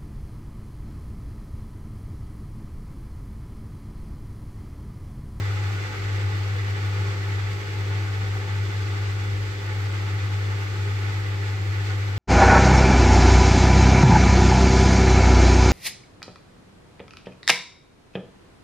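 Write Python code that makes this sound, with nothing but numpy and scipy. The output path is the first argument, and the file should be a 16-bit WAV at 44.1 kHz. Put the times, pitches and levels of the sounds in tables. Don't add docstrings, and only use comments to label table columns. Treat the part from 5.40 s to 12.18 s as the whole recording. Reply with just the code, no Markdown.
import sys
import numpy as np
from scipy import signal
from scipy.fft import rfft, irfft, next_fast_len
from scipy.io import wavfile
from scipy.ndimage import uniform_filter1d

SR = 44100
rng = np.random.default_rng(int(sys.argv[2]) if len(sys.argv) > 2 else 0)


def master(y):
    cut = np.clip(np.atleast_2d(y).T, -1, 1)
    pcm = np.round(cut * 32767)
    wavfile.write(sys.argv[1], SR, pcm.astype(np.int16))


N = 298998
TIME_S = np.arange(N) / SR
FFT_SIZE = next_fast_len(N)
FREQS_HZ = np.fft.rfftfreq(FFT_SIZE, 1 / SR)
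MAINS_HZ = 49.968
HUM_DB = -25
CUTOFF_HZ = 15730

# (multiple of mains rate, level [dB], left-right [dB], left lead [rad])
OVERTONES = [(4, -59.5, -7, 0.5), (5, -64, 0.0, -0.5), (6, -53, 4.5, 0.8), (7, -56, 6.5, 2),
             (8, -49.5, -5.5, 1.0), (9, -55.5, -1, 0.4), (10, -62.5, 5, 0), (11, -59.5, -2, -1.3),
             (13, -60.5, -6, 3), (14, -72, 3.1, 4), (15, -65, -4, -1), (17, -62.5, 3, 1.2),
             (19, -64.5, 7, -1), (21, -65, 10, 2.5), (23, -62, -10, -0.5), (25, -73, 3, 1),
             (27, -66, -12, -2.5), (35, -66, -5, 2), (37, -61, -9, -2), (41, -64.9, -6.2, -3),
             (43, -71, -5, -3.5), (45, -59, -5.0, -2.5)]
# (frequency [Hz], half width [Hz], peak [dB per Hz], left-right [dB], left lead [rad])
CABINET_MODES = [(84, 6.4, -67, 0, 0.2), (102, 62, -76.5, -12, -0.8), (151.2, 7.1, -64, 0, -1.1),
                 (174.2, 14.8, -65.5, -3, 0.56), (252, 4.3, -76, 0, 0.0), (259, 17, -74, 0, -0.3),
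                 (335, 39.5, -68, 2.5, -0.2), (356, 5.4, -76, 11, 2), (398.4, 25.6, -68, -2.5, 0.5),
                 (446, 12, -72, 1, 0.8), (494, 19, -72.5, 13, -1.3), (504.8, 5.3, -67, -6, 0.5),
                 (526, 7.3, -77, 1, -0.5), (557, 14, -77, 10, 3.5), (575, 3.7, -69.5, 3.5, 2.5),
                 (621, 12, -81.5, 14, 2.5), (679, 43, -83, 7, 3), (776, 7.5, -69, 0, 0.2),
                 (812, 103, -76, 9, -0.4), (850.5, 11.6, -68, -5, -0.9), (882.4, 9.8, -69.5, 1.5, 0.5)]
# (frequency [Hz], half width [Hz], peak [dB per Hz], left-right [dB], left lead [rad])
HOUSING_MODES = [(1104, 15.6, -70.5, -6.5, -2), (1123, 64, -76, 11, -2.5), (1191, 14.5, -73.5, -13, -1),
                 (1240, 14, -72, 2, 1), (1288, 70, -74.5, -2, -1.0), (1305, 9.9, -68, 3, 0.5),
                 (1388, 28, -71.5, 2, -2), (1459, 23, -67.5, -2, -0.5), (1472, 23, -71, 1, -2),
                 (1550, 9.3, -71, 5, -1), (1604, 28, -74.4, 7.5, 2.5), (1724, 30, -67.5, 0, -2.5),
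                 (1813, 94, -69, -2, -2.5), (1967, 46, -71.5, -16, 3.5), (2078, 22, -70.5, 1, -0.5),
                 (2203, 55, -75.5, -14.5, 4), (2330, 9.2, -79, -12, 2.5), (2433, 16, -76, -13, 0.2),
                 (2837, 18, -79, 5, -2), (3473, 18, -74, 4, 0.6), (3660, 32, -82.6, 5, 2.5),
                 (4250, 11, -77.5, -1, 1.5), (4360, 83, -85, 7, 1), (4628, 36, -84.5, -16, 2.2)]
# (frequency [Hz], density [dB per Hz])
RUSH_DENSITY = [(20, -85), (130, -69.1), (220, -98), (400, -73), (620, -82), (1000, -80), (2200, -73),
                (3000, -77.5), (4800, -82.0), (6800, -88), (8000, -88.5), (8800, -101.9), (12000, -98.4),
                (15500, -100.9)]
# (frequency [Hz], coherence [-1 to 1])
RUSH_COHERENCE = [(200, 0.91), (400, 0.28), (700, 0.033), (8000, 0.006)]
# (frequency [Hz], left-right [dB])
RUSH_BALANCE = [(100, 3), (600, 3.5), (2000, -1.5), (3000, 1), (4700, 0), (6800, 4), (8200, .5), (12000, 1)]
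# (middle [s], length [s], hum sag [dB])
FOAM_GULPS = [(0.53, 0.19, 8), (1.38, .1, 2), (1.8, 0.15, 2.8), (2.23, 0.17, 6), (3.05, .09, 3.5),
              (3.32, 0.035, 4.5), (3.8, 0.19, 1.5), (4.18, 0.22, 6), (4.62, 0.33, 1), (5.28, 0.19, 2),
              (5.95, 0.49, 0.7)]
# (time [s], level [dB])
FLOW_LEVEL = [(0.0, -40), (0.4, -39.5), (1.35, -40), (1.65, -39.1), (1.85, -40), (2.35, -40.5),
              (2.5, -40.0), (3.05, -41), (3.55, -39), (3.85, -41), (4.15, -41.5), (4.45, -39.5), (4.9, -41),
              (5.1, -40.2), (6.25, -40.5), (6.5, -39), (6.77, -41)]
# (middle [s], length [s], gurgle rise [dB], churn rise [dB], spray rise [dB])
PUMP_SLUGS = [(0.31, 0.071, 1.5, 0, 0.5), (0.42, 0.071, -2, 0.5, -0.5), (0.8, 0.064, 1, 1.5, 0.5),
              (1.68, 0.065, 2.5, -1, 1), (2.53, 0.052, 0.5, 1.5, .3), (2.95, .05, 3, -1.5, .5),
              (5.12, .06, 2.8, 0.5, -0.5), (6.07, .06, 1, 1.5, 2), (6.46, .07, 0, .8, 2)]
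# (time [s], level [dB])
TUB_RUMBLE = [(0.0, -61), (0.5, -50), (1.1, -58), (1.7, -52), (2.15, -49.3), (2.95, -52.3), (4.2, -47.9),
              (4.85, -56), (6.77, -53.5)]


def amp(db):
    return 10 ** (np.asarray(db) / 20)


def unit(x):
    return x / np.sqrt(np.mean(x ** 2) + 1e-20)


def curve(rows):
    time_s, value = np.transpose(rows)
    return np.interp(TIME_S, time_s, value)


def spectrum(points):
    hz, value = np.transpose(points)
    return np.interp(np.log(FREQS_HZ + 1), np.log(hz), value)


def swells(events, axis=2):
    total_db = np.zeros(N)
    for row in events:
        middle_s, length_s = row[:2]
        total_db += row[axis] * 0.5 ** ((2 * (TIME_S - middle_s) / length_s) ** 2)
    return total_db


def white():
    bins = len(FREQS_HZ)
    z = rng.standard_normal(bins) + 1j * rng.standard_normal(bins)
    return z * np.sqrt(SR * bins / 2)


def wave(z):
    return irfft(z, FFT_SIZE)[..., :N]


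def ringing(hz, width_hz):
    return white() / (1 + ((FREQS_HZ - hz) / width_hz) ** 2)


def wobble(hz, width_hz):
    return unit(wave(ringing(hz, width_hz)))


def ports(lean_db, lead_rad):
    side = np.array([[0.5], [-0.5]])
    return amp(side * lean_db) * np.exp(1j * side * lead_rad)


def above(hz):
    return 1 - 1 / (1 + (FREQS_HZ / hz) ** 8)


def rumble(hz=53.3, wander_rad=0.56, wander_hz=2.5, trim_db=-2.0, gulp_rise=0.43,
           uneven_db=3.0, uneven_hz=4.0, lean_db=1.0):
    phase = 2 * np.pi * hz * TIME_S + wander_rad * wobble(0, wander_hz)
    level_db = curve(TUB_RUMBLE) + trim_db
    level_db += gulp_rise * swells(FOAM_GULPS)
    level_db += uneven_db * wobble(0, uneven_hz)
    return np.sqrt(2) * ports(lean_db, 0).real * amp(level_db) * np.sin(phase)


def bubbles(level_db=-56, per_s=320, size_db=5.0, low_hz=1100, high_hz=5500,
            ring_s=0.005, width_hz=260, count=20):
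    t = np.arange(SR // 20) / SR
    out = np.zeros((2, N))
    for hz in np.geomspace(low_hz, high_hz, count):
        grain = wobble(hz, width_hz)[:2 * len(t)].reshape(2, -1)
        tick = grain * t * np.exp(-t / ring_s) / hz
        starts = rng.random(N) < per_s / count / SR
        sizes = amp(size_db * np.minimum(rng.exponential(1, N), 4))
        out += signal.oaconvolve((starts * sizes)[None], tick, axes=1)[:, :N]
    return amp(level_db) * unit(out)


def body(modes):
    z = 0
    for hz, width_hz, peak_db, lean_db, lead_rad in modes:
        z = z + amp(peak_db) * ports(lean_db, lead_rad) * ringing(hz, width_hz)
    return z


def echoes(decay_s=0.015):
    t = np.arange(SR // 10) / SR
    z = rfft(rng.standard_normal((2, len(t))) * np.exp(-t / decay_s), FFT_SIZE)
    return z / np.sqrt(uniform_filter1d(abs(z) ** 2, size=1500, axis=1))


def rush(outlet_share=0.35):
    same = np.clip(spectrum(RUSH_COHERENCE), -1, 1)
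    left = white()
    right = same * left + np.sqrt(1 - same ** 2) * white()
    diffuse = np.array([left, right])
    share = np.clip(outlet_share * (1 - same), 0, 1)
    z = np.sqrt(1 - share) * diffuse + np.sqrt(share) * white() * echoes()
    return z * amp(spectrum(RUSH_DENSITY)) * ports(spectrum(RUSH_BALANCE), 0)


def surge(drive_db, own_db, width_hz=14):
    return unit(amp(drive_db - drive_db.mean() + own_db * wobble(0, width_hz)))


def water(gurgle_hz=620, churn_hz=1600, spray_hz=3000, fizz_hz=8500, swirl_hz=20, fizz_share=0.36):
    z = body(CABINET_MODES) + body(HOUSING_MODES) + rush()
    swirls = wobble(0, swirl_hz)
    flow_db = curve(FLOW_LEVEL)
    gurgle_db = flow_db + swells(PUMP_SLUGS, axis=2) + 0.68 * swirls
    churn_db = flow_db + swells(PUMP_SLUGS, axis=3) + 0.67 * swirls
    spray_db = 0.53 * flow_db + swells(PUMP_SLUGS, axis=4) + 0.42 * swirls
    gains = [1,
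             surge(gurgle_db, own_db=0.57),
             surge(churn_db, own_db=0.55),
             surge(spray_db, own_db=0.5),
             surge(fizz_share * spray_db, own_db=0.6)]
    edges = [1, above(gurgle_hz), above(churn_hz), above(spray_hz), above(fizz_hz), 0]
    out = np.zeros((2, N))
    for gain, lower, upper in zip(gains, edges, edges[1:]):
        out += gain * wave(z * (lower - upper))
    return out


def buzz(trim_db=-0.46, waver=0.16, waver_hz=12):
    out = np.zeros((2, N))
    for multiple, level_db, lean_db, lead_rad in OVERTONES:
        tone = np.exp(2j * np.pi * (multiple * MAINS_HZ * TIME_S + rng.random()))
        unsteady = 1 + waver * (wobble(0, waver_hz) + 1j * wobble(0, waver_hz))
        out += amp(level_db + trim_db) * (ports(lean_db, lead_rad) * tone * unsteady).real
    return np.sqrt(2) * out


def hum(lean_db=1.5, lead_rad=0.1, flutter=0.081, sway_rad=0.12, flutter_hz=10.5,
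        flutter_width_hz=5.6, drift_db=0.48, drift_hz=2.1):
    phase = 2 * np.pi * 2 * MAINS_HZ * TIME_S + sway_rad * wobble(flutter_hz, flutter_width_hz)
    load_db = drift_db * wobble(0, drift_hz) - swells(FOAM_GULPS)
    size = amp(HUM_DB + load_db) * (1 + flutter * wobble(flutter_hz, flutter_width_hz))
    return np.sqrt(2) * (ports(lean_db, lead_rad) * size * np.exp(1j * phase)).real


def scene():
    return rumble() + bubbles() + water() + buzz() + hum()


def record(dry):
    highpass = signal.butter(2, 18, "highpass", fs=SR, output="sos")
    thinned = signal.sosfilt(highpass, dry)
    lowpass = signal.firwin(1023, CUTOFF_HZ, window=("kaiser", 9), fs=SR)
    return signal.oaconvolve(thinned, lowpass[None], "same")


dry = scene()
out = record(dry)
master(out)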